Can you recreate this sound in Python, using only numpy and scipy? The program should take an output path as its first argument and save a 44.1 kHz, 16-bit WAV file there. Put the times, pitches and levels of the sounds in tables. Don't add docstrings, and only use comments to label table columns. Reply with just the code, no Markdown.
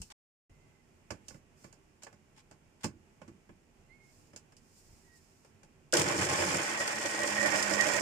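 import sys
import numpy as np
from scipy import signal
from scipy.fft import rfft, irfft
from scipy.io import wavfile
from scipy.ndimage import uniform_filter1d

SR = 44100
rng = np.random.default_rng(int(sys.argv[2]) if len(sys.argv) > 2 else 0)


def int16_out(signal):
    q = np.round(np.clip(np.atleast_2d(signal).T, -1, 1) * 32767)
    wavfile.write(sys.argv[1], SR, q.astype(np.int16))


N = 353241
TIME = np.arange(N) / SR
GRID_HZ = np.maximum(np.arange(4097) * SR / 8192, 1)
MOTOR_START_S = 5.93

# centre_hz, width_hz, level_db, pan_db (left minus right)
HOUSING_MODES = [(275.5, 38, -6.5, -2), (301, 19, -3, -2.5), (336, 43, -1.5, 2), (349, 81, -9, 2.2),
                 (433, 45, -9, -0.5), (509, 158, -6, 0.2)]
RING_MODES = [(585.2, 72, -2.4, -7.5), (1886, 88, 0, 0)]
BOTTLE_MODES = [(650, 190, -11, -3.5), (776, 91, -7, 3.5), (853.5, 77, -3, 5.5), (953, 144, -8.5, 7),
                (1066, 49, -3.5, 3.5), (1147, 65, -7, -4.5), (1285, 122, -8.5, 2), (1445, 93, -6.5, -2),
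                (1510, 68, -7, -4), (1574, 136, -8, -2.5), (1696, 51, -9.5, -10), (1746, 91, -9.5, -12),
                (1950, 230, -11.5, 2.5), (2086, 126, -12, -12.5), (2310, 53, -11.5, -2),
                (2361, 380, -8, -3), (2627, 52, -11, -8), (2930, 540, -15, 6.5), (3290, 760, -17.5, 7)]
BLADE_MODES = [(4680, 1320, -16, -5.5), (5190, 610, -13, -10), (5790, 740, -13.5, 3),
               (6610, 1730, -16.5, -10.5), (7170, 880, -12.5, -10), (8000, 780, -17, 12),
               (8600, 1140, -15.5, 5), (9830, 1060, -25, 10), (12200, 2500, -31, 3.5),
               (14815, 5700, -35.5, 1)]
# time_s, pan_db
BLENDER_PAN = [(0, 3), (1.1, -5.5), (3.3, -4.5), (4.4, -2), (5.9, 2), (6.1, -1.5), (7.2, -1.5), (7.43, -6),
               (8.01, -8)]


def undb(db):
    return 10 ** (np.asarray(db) / 20)


def curves(table):
    time_s, *columns = np.transpose(table)
    return [np.interp(TIME, time_s, column) for column in columns]


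def swell(middle_s, length_s):
    return np.cos(np.pi * np.clip((TIME - middle_s) / length_s, -.5, .5))


def wander(rate_hz):
    hold = int(SR / rate_hz)
    drift = uniform_filter1d(np.repeat(rng.standard_normal(N // hold + 1), hold)[:N], hold)
    return drift / drift.std()


def sides(pan_db):
    return undb(np.array([[.5], [-.5]]) * pan_db)


def diffuse_noise(coherent_hz=560, spread=0.3):
    mid, side = rfft(rng.standard_normal((2, N)))
    hz = np.arange(len(mid)) * SR / N
    coherence = (1 - spread ** 2) / (1 + (hz / coherent_hz) ** 8)
    opposed = np.array([[1], [-1]]) * side * np.sqrt((1 - coherence) / 2)
    return irfft(mid * np.sqrt((1 + coherence) / 2) + opposed, N)


def colour(x, gain):
    cepstrum = irfft(np.log(gain / np.sqrt(np.mean(gain ** 2)) + 1e-5))
    half = len(GRID_HZ) - 1
    cepstrum[:, 1:half] *= 2
    cepstrum[:, half + 1:] = 0
    return signal.fftconvolve(x, irfft(np.exp(rfft(cepstrum))), axes=1)[:, :N]


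def resonate(x, modes):
    power = 0
    for hz, width_hz, db, pan_db in modes:
        detuning = (GRID_HZ / hz - hz / GRID_HZ) * hz / width_hz
        power = power + (undb(db) * sides(pan_db) / (1 + detuning ** 2)) ** 2
    return colour(x, np.sqrt(power))


def decay(power, t60_s):
    return signal.lfilter([1], [1, -np.exp(-2 * np.log(1000) / (t60_s * SR))], power)


def impulses(start_s, level_db):
    power = np.zeros(N)
    np.add.at(power, (np.asarray(start_s) * SR).astype(int), undb(level_db) ** 2)
    return power


def strike(start_s, level_db, t60_s, modes):
    return resonate(diffuse_noise() * np.sqrt(decay(impulses(start_s, level_db), t60_s)), modes)


def reflect(x):
    # left_delay_s, right_delay_s, gain_db
    echoes = [(.0021, 0.0045, -14), (.0047, 0.0037, -18), (.0083, 0.013, -14), (0.0144, 0.013, -15)]
    out = x.copy()
    for *delays_s, db in echoes:
        for ear, delay_s in enumerate(delays_s):
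            lag = int(delay_s * SR)
            out[ear, lag:] += undb(db) * x[ear, :N - lag]
    return out


def kitchen(level_db=-64.5):
    # frequency_hz, relative_density_db
    spectrum = [(15, -35), (25, 1), (59, -10.5), (98, 0), (172, -5), (237, -8), (301, -9), (383, -8.5),
                (462, -16), (790, -16), (1240, -22), (2630, -21.5), (3930, -35), (7090, -30), (15000, -48)]
    hz, db = np.transpose(spectrum)
    gain = undb(np.interp(np.log(GRID_HZ), np.log(hz), db)) * sides(-3.5)
    return undb(level_db + .8 * wander(8)) * reflect(colour(diffuse_noise(), gain))


def whistles(overtone_db=-23):
    # time_s, pitch_hz, level_db
    notes = [
        [(.5, 2050, -80), (.64, 2054, -81), (.82, 2054, -82)],
        [(3.88, 1995, -80), (3.9, 2030, -62), (3.94, 2190, -62.5), (3.98, 2180, -74), (4.04, 2136, -69),
         (4.13, 2200, -82)],
        [(5.04, 1950, -81), (5.1, 1900, -73), (5.15, 1904, -71), (5.22, 1770, -89)],
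    ]
    out = 0
    for note in notes:
        hz, db = curves(note)
        phase = 2 * np.pi * np.cumsum(hz * (1 + 0.0079 * wander(150))) / SR
        tone = np.sin(phase) + undb(overtone_db) * np.sin(2 * phase)
        sounding = (TIME > note[0][0]) & (TIME < note[-1][0])
        out = out + sounding * undb(db + 2.6 * wander(60)) * tone
    return out * sides(-17.5)


def bumps():
    # start_s, level_db
    onsets = [(.001, -43), (.5, -51), (4.89, -57), (4.925, -57)]
    return strike(*np.transpose(onsets), t60_s=0.15, modes=[(35, 50, 1, 0), (104, 110, -4.5, 0)])


def rubbing(hiss_hz=7000, holding_db=-81):
    # middle_s, length_s, level_db
    strokes = [(0.017, .2, -65), (1.32, 0.16, -69.5), (1.633, 0.15, -68), (4.17, .35, -72),
               (4.789, 0.069, -71), (4.849, 0.54, -69.5), (5.17, 0.045, -70), (5.252, 0.63, -74)]
    gain = undb(holding_db) + sum(undb(db) * swell(s, length_s) for s, length_s, db in strokes)
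    grip_db = .6 * wander(60)
    return gain * undb(grip_db) * resonate(diffuse_noise(), BLADE_MODES + [(hiss_hz, 16000, -22, 0)])


def scrapes(rasp_hz=3000, grain_db=3, edge_s=0.00046):
    # start_s, length_s, level_db
    slips = [(0.1015, 0.023, -53), (2.021, 0.011, -57), (2.363, 0.049, -63.5), (2.806, 0.039, -64.5),
             (2.833, 0.021, -45.5)]
    gain = sum(undb(db) * np.clip(np.minimum(TIME - s, s + length_s - TIME) / edge_s, 0, 1)
               for s, length_s, db in slips)
    friction = diffuse_noise() * gain * undb(grain_db * wander(600))
    return resonate(friction, BOTTLE_MODES + BLADE_MODES + [(rasp_hz, 3500, -12, 0)])


def contact(start_s, level_db, modes, t60_s, room_t60_s, room_db, contact_s=0.0043):
    power = np.maximum(uniform_filter1d(impulses(start_s, level_db), int(contact_s * SR)), 0)
    tail = undb(room_db) ** 2 * decay(power, room_t60_s)
    return resonate(diffuse_noise() * np.sqrt(decay(power, t60_s) + tail), modes)


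def knocks(cushion_hz=1200):
    # start_s, knock_db, thud_db, tick_db
    seating = [(0.017, -54.5, -62.5, -39.5), (1.106, -33.5, -41, -40), (1.283, -53, -60, -41.5),
               (1.307, -49.5, -52.5, -57.5), (1.344, -51, -51.5, -61.5), (1.643, -46.5, -54, -54),
               (1.727, -56.5, -71, -55), (2.034, -49.5, -60.5, -44.5), (2.068, -43, -62.5, -57),
               (2.128, -53.5, -59, -61.5), (2.512, -49.5, -57.5, -56.5), (2.843, -31.5, -31.5, -32.5),
               (3.217, -45.5, -51, -60.5), (3.279, -50.5, -46, -59), (3.492, -51, -49.5, -70),
               (4.334, -52, -54, -62), (4.362, -49.5, -61.5, -43.5), (4.522, -57, -75, -62),
               (4.567, -72, -80, -54.5), (5.448, -55.5, -73, -60.5), (5.632, -54, -66, -57.5)]
    # centre_hz, width_hz, level_db, pan_db
    worktop_modes = [(85, 47, 0, -1), (135, 134, -1.5, 0), (202, 82, 0, -1)]
    start_s, knock_db, thud_db, tick_db = np.transpose(seating)
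    pan_db, = curves(BLENDER_PAN)
    thud = contact(start_s, thud_db, worktop_modes + HOUSING_MODES[:4],
                   t60_s=0.17, room_t60_s=0.49, room_db=-15)
    knock = contact(start_s, knock_db, HOUSING_MODES[4:] + RING_MODES[:1] + BOTTLE_MODES,
                    t60_s=0.064, room_t60_s=0.19, room_db=-9.5)
    knock = signal.sosfilt(signal.butter(1, cushion_hz, fs=SR, output="sos"), knock)
    tick = contact(start_s, tick_db, BOTTLE_MODES[-3:-1] + BLADE_MODES,
                   t60_s=0.027, room_t60_s=0.12, room_db=-7.5, contact_s=0.0011)
    return (thud + knock + reflect(tick)) * sides(pan_db)


def coupling():
    jolt = strike([MOTOR_START_S], level_db=-22, t60_s=0.27, modes=HOUSING_MODES[2:])
    clack = strike([MOTOR_START_S], level_db=-19, t60_s=0.05, modes=BOTTLE_MODES[7:10])
    return (jolt + clack) * sides(-2.2)


def chops():
    # start_s, level_db
    cracks = [(5.9246, -27), (5.937, -19.5), (5.953, -25.5), (5.9693, -20), (5.9953, -21.5),
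              (6.0163, -23.5), (6.2502, -29), (6.877, -30), (7.0588, -30), (7.233, -31), (7.275, -28),
              (7.4594, -28), (7.6259, -26), (7.7367, -30), (7.8093, -24.5), (7.868, -29.5), (7.935, -31)]
    return strike(*np.transpose(cracks), t60_s=0.033, modes=BOTTLE_MODES[-2:] + BLADE_MODES)


def shaft_angle(load, free_hz=217.4, sag_hz=23, inertia_s=.12):
    lag = int(inertia_s * SR)
    shaft_hz = free_hz - sag_hz * uniform_filter1d(load, lag, origin=(lag - 1) // 2)
    return 2 * np.pi * np.cumsum(shaft_hz * (1 + 0.0081 * wander(30))) / SR


def shaft_hum(angle):
    # harmonic_number, level_db
    partials = [(1, -3), (2, -11.5), (3, -13.5), (4, -24), (5, -11.5)]
    return np.sqrt(2) * sum(undb(db + 3.2 * wander(22)) * np.sin(k * angle) for k, db in partials)


def pelting(angle, modes, rate_hz, scatter_db, t60_s, bunching):
    hits = rng.random(N) < rate_hz / SR * (1 + bunching * np.cos(angle))
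    strength = undb(scatter_db * np.clip(rng.standard_normal(N), -2, 2))
    power = decay(hits * strength ** 2, t60_s)
    return resonate(diffuse_noise() * np.sqrt(power / power.mean()), modes)


def blender(pocket_start_s=6.58, pocket_rise_s=.07, swirl_rise_s=.08, onset_s=0.0011):
    # time_s, load (0 spinning free, 1 buried)
    drag = [(5.93, 1), (6.36, 1.16), (6.57, 1.0), (6.66, .14), (7.12, .03), (7.2, .36), (7.4, .42),
            (7.56, 0.59), (8.01, .61)]
    # middle_s, length_s, size, bright_ring_boost_db
    lumps = [(5.984, 0.14, 1.65, -1), (6.105, .08, 0.86, -1), (6.21, 0.085, 1.0, -1),
             (6.318, 0.078, 0.73, 0), (6.42, 0.097, 0.89, -1), (6.552, .08, .9, -1), (6.814, 0.052, 1.4, 1),
             (7.065, .045, 1.05, -0.5), (7.232, .06, 1.0, 3), (7.391, 0.074, .35, 7),
             (7.453, 0.091, 1.25, 6.5), (7.558, 0.078, 1.1, 0), (7.736, .07, 1.13, -2),
             (7.81, 0.087, 0.27, 8.5), (7.872, 0.088, 0.93, -2), (7.965, 0.094, 0.63, -0.5)]
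    response = {"hum": (-68, 19, 12.5, 0), "slosh": (-56.5, 10, -4, 4.5), "housing": (-45, 5.5, -2, 2.5),
                "wall": (-39.5, 4, 1.72, 2.5), "spray": (-44.9, 6.2, 3, 1.45), "hollow": (-55.5, 8, 7, 9),
                "bright": (-52.5, 5, 10, 3)}
    # centre_hz, width_hz, level_db, pan_db
    pulp_modes = [(95, 24, 2.5, -0.5), (140, 47, 3, 1.5), (185, 31, -9.5, -17.5)]
    load, = curves(drag)
    pan_db, = curves(BLENDER_PAN)
    pocket = np.clip((TIME - pocket_start_s) / pocket_rise_s, 0, 1)
    swirl = np.clip((TIME - MOTOR_START_S) / swirl_rise_s, 0, 1)
    running = np.clip((TIME - MOTOR_START_S) / onset_s, 0, 1)
    lump_size = sum(size * swell(s, length_s) for s, length_s, size, _ in lumps)
    flare_db = sum(db * swell(s, length_s) for s, length_s, _, db in lumps)
    gain = {part: undb(idle_db + load_db * load + pocket_db * pocket + lump_db * lump_size)
            for part, (idle_db, load_db, pocket_db, lump_db) in response.items()}
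    angle = shaft_angle(load)
    body = gain["hum"] * shaft_hum(angle)
    body = body + gain["slosh"] * swirl * resonate(diffuse_noise(), pulp_modes)
    housing = pelting(angle, HOUSING_MODES, rate_hz=550, scatter_db=0.5, t60_s=0.015, bunching=0.65)
    wall = pelting(angle, BOTTLE_MODES, rate_hz=420, scatter_db=0.5, t60_s=0.072, bunching=.6)
    spray = pelting(angle, BLADE_MODES, rate_hz=600, scatter_db=2.0, t60_s=0.039, bunching=0.76)
    body += gain["housing"] * housing + gain["wall"] * wall
    body += gain["hollow"] * resonate(diffuse_noise(), RING_MODES[:1])
    body += gain["bright"] * undb(flare_db) * resonate(diffuse_noise(), RING_MODES[1:])
    return running * (body * sides(pan_db) + reflect(gain["spray"] * spray) * sides(0.41 * pan_db))


def scene():
    handling = knocks() + reflect(scrapes() + rubbing()) + bumps()
    return handling + coupling() + reflect(chops()) + blender() + whistles() + kitchen()


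def record(dry):
    mute_start_s, mute_end_s, cutoff_hz = .124, .496, 15400
    gate = uniform_filter1d(1. * ((TIME < mute_start_s) | (TIME > mute_end_s)), size=128)
    return signal.sosfilt(signal.ellip(10, .2, 80, cutoff_hz, fs=SR, output="sos"), dry * gate)


dry = scene()
out = record(dry)
int16_out(out)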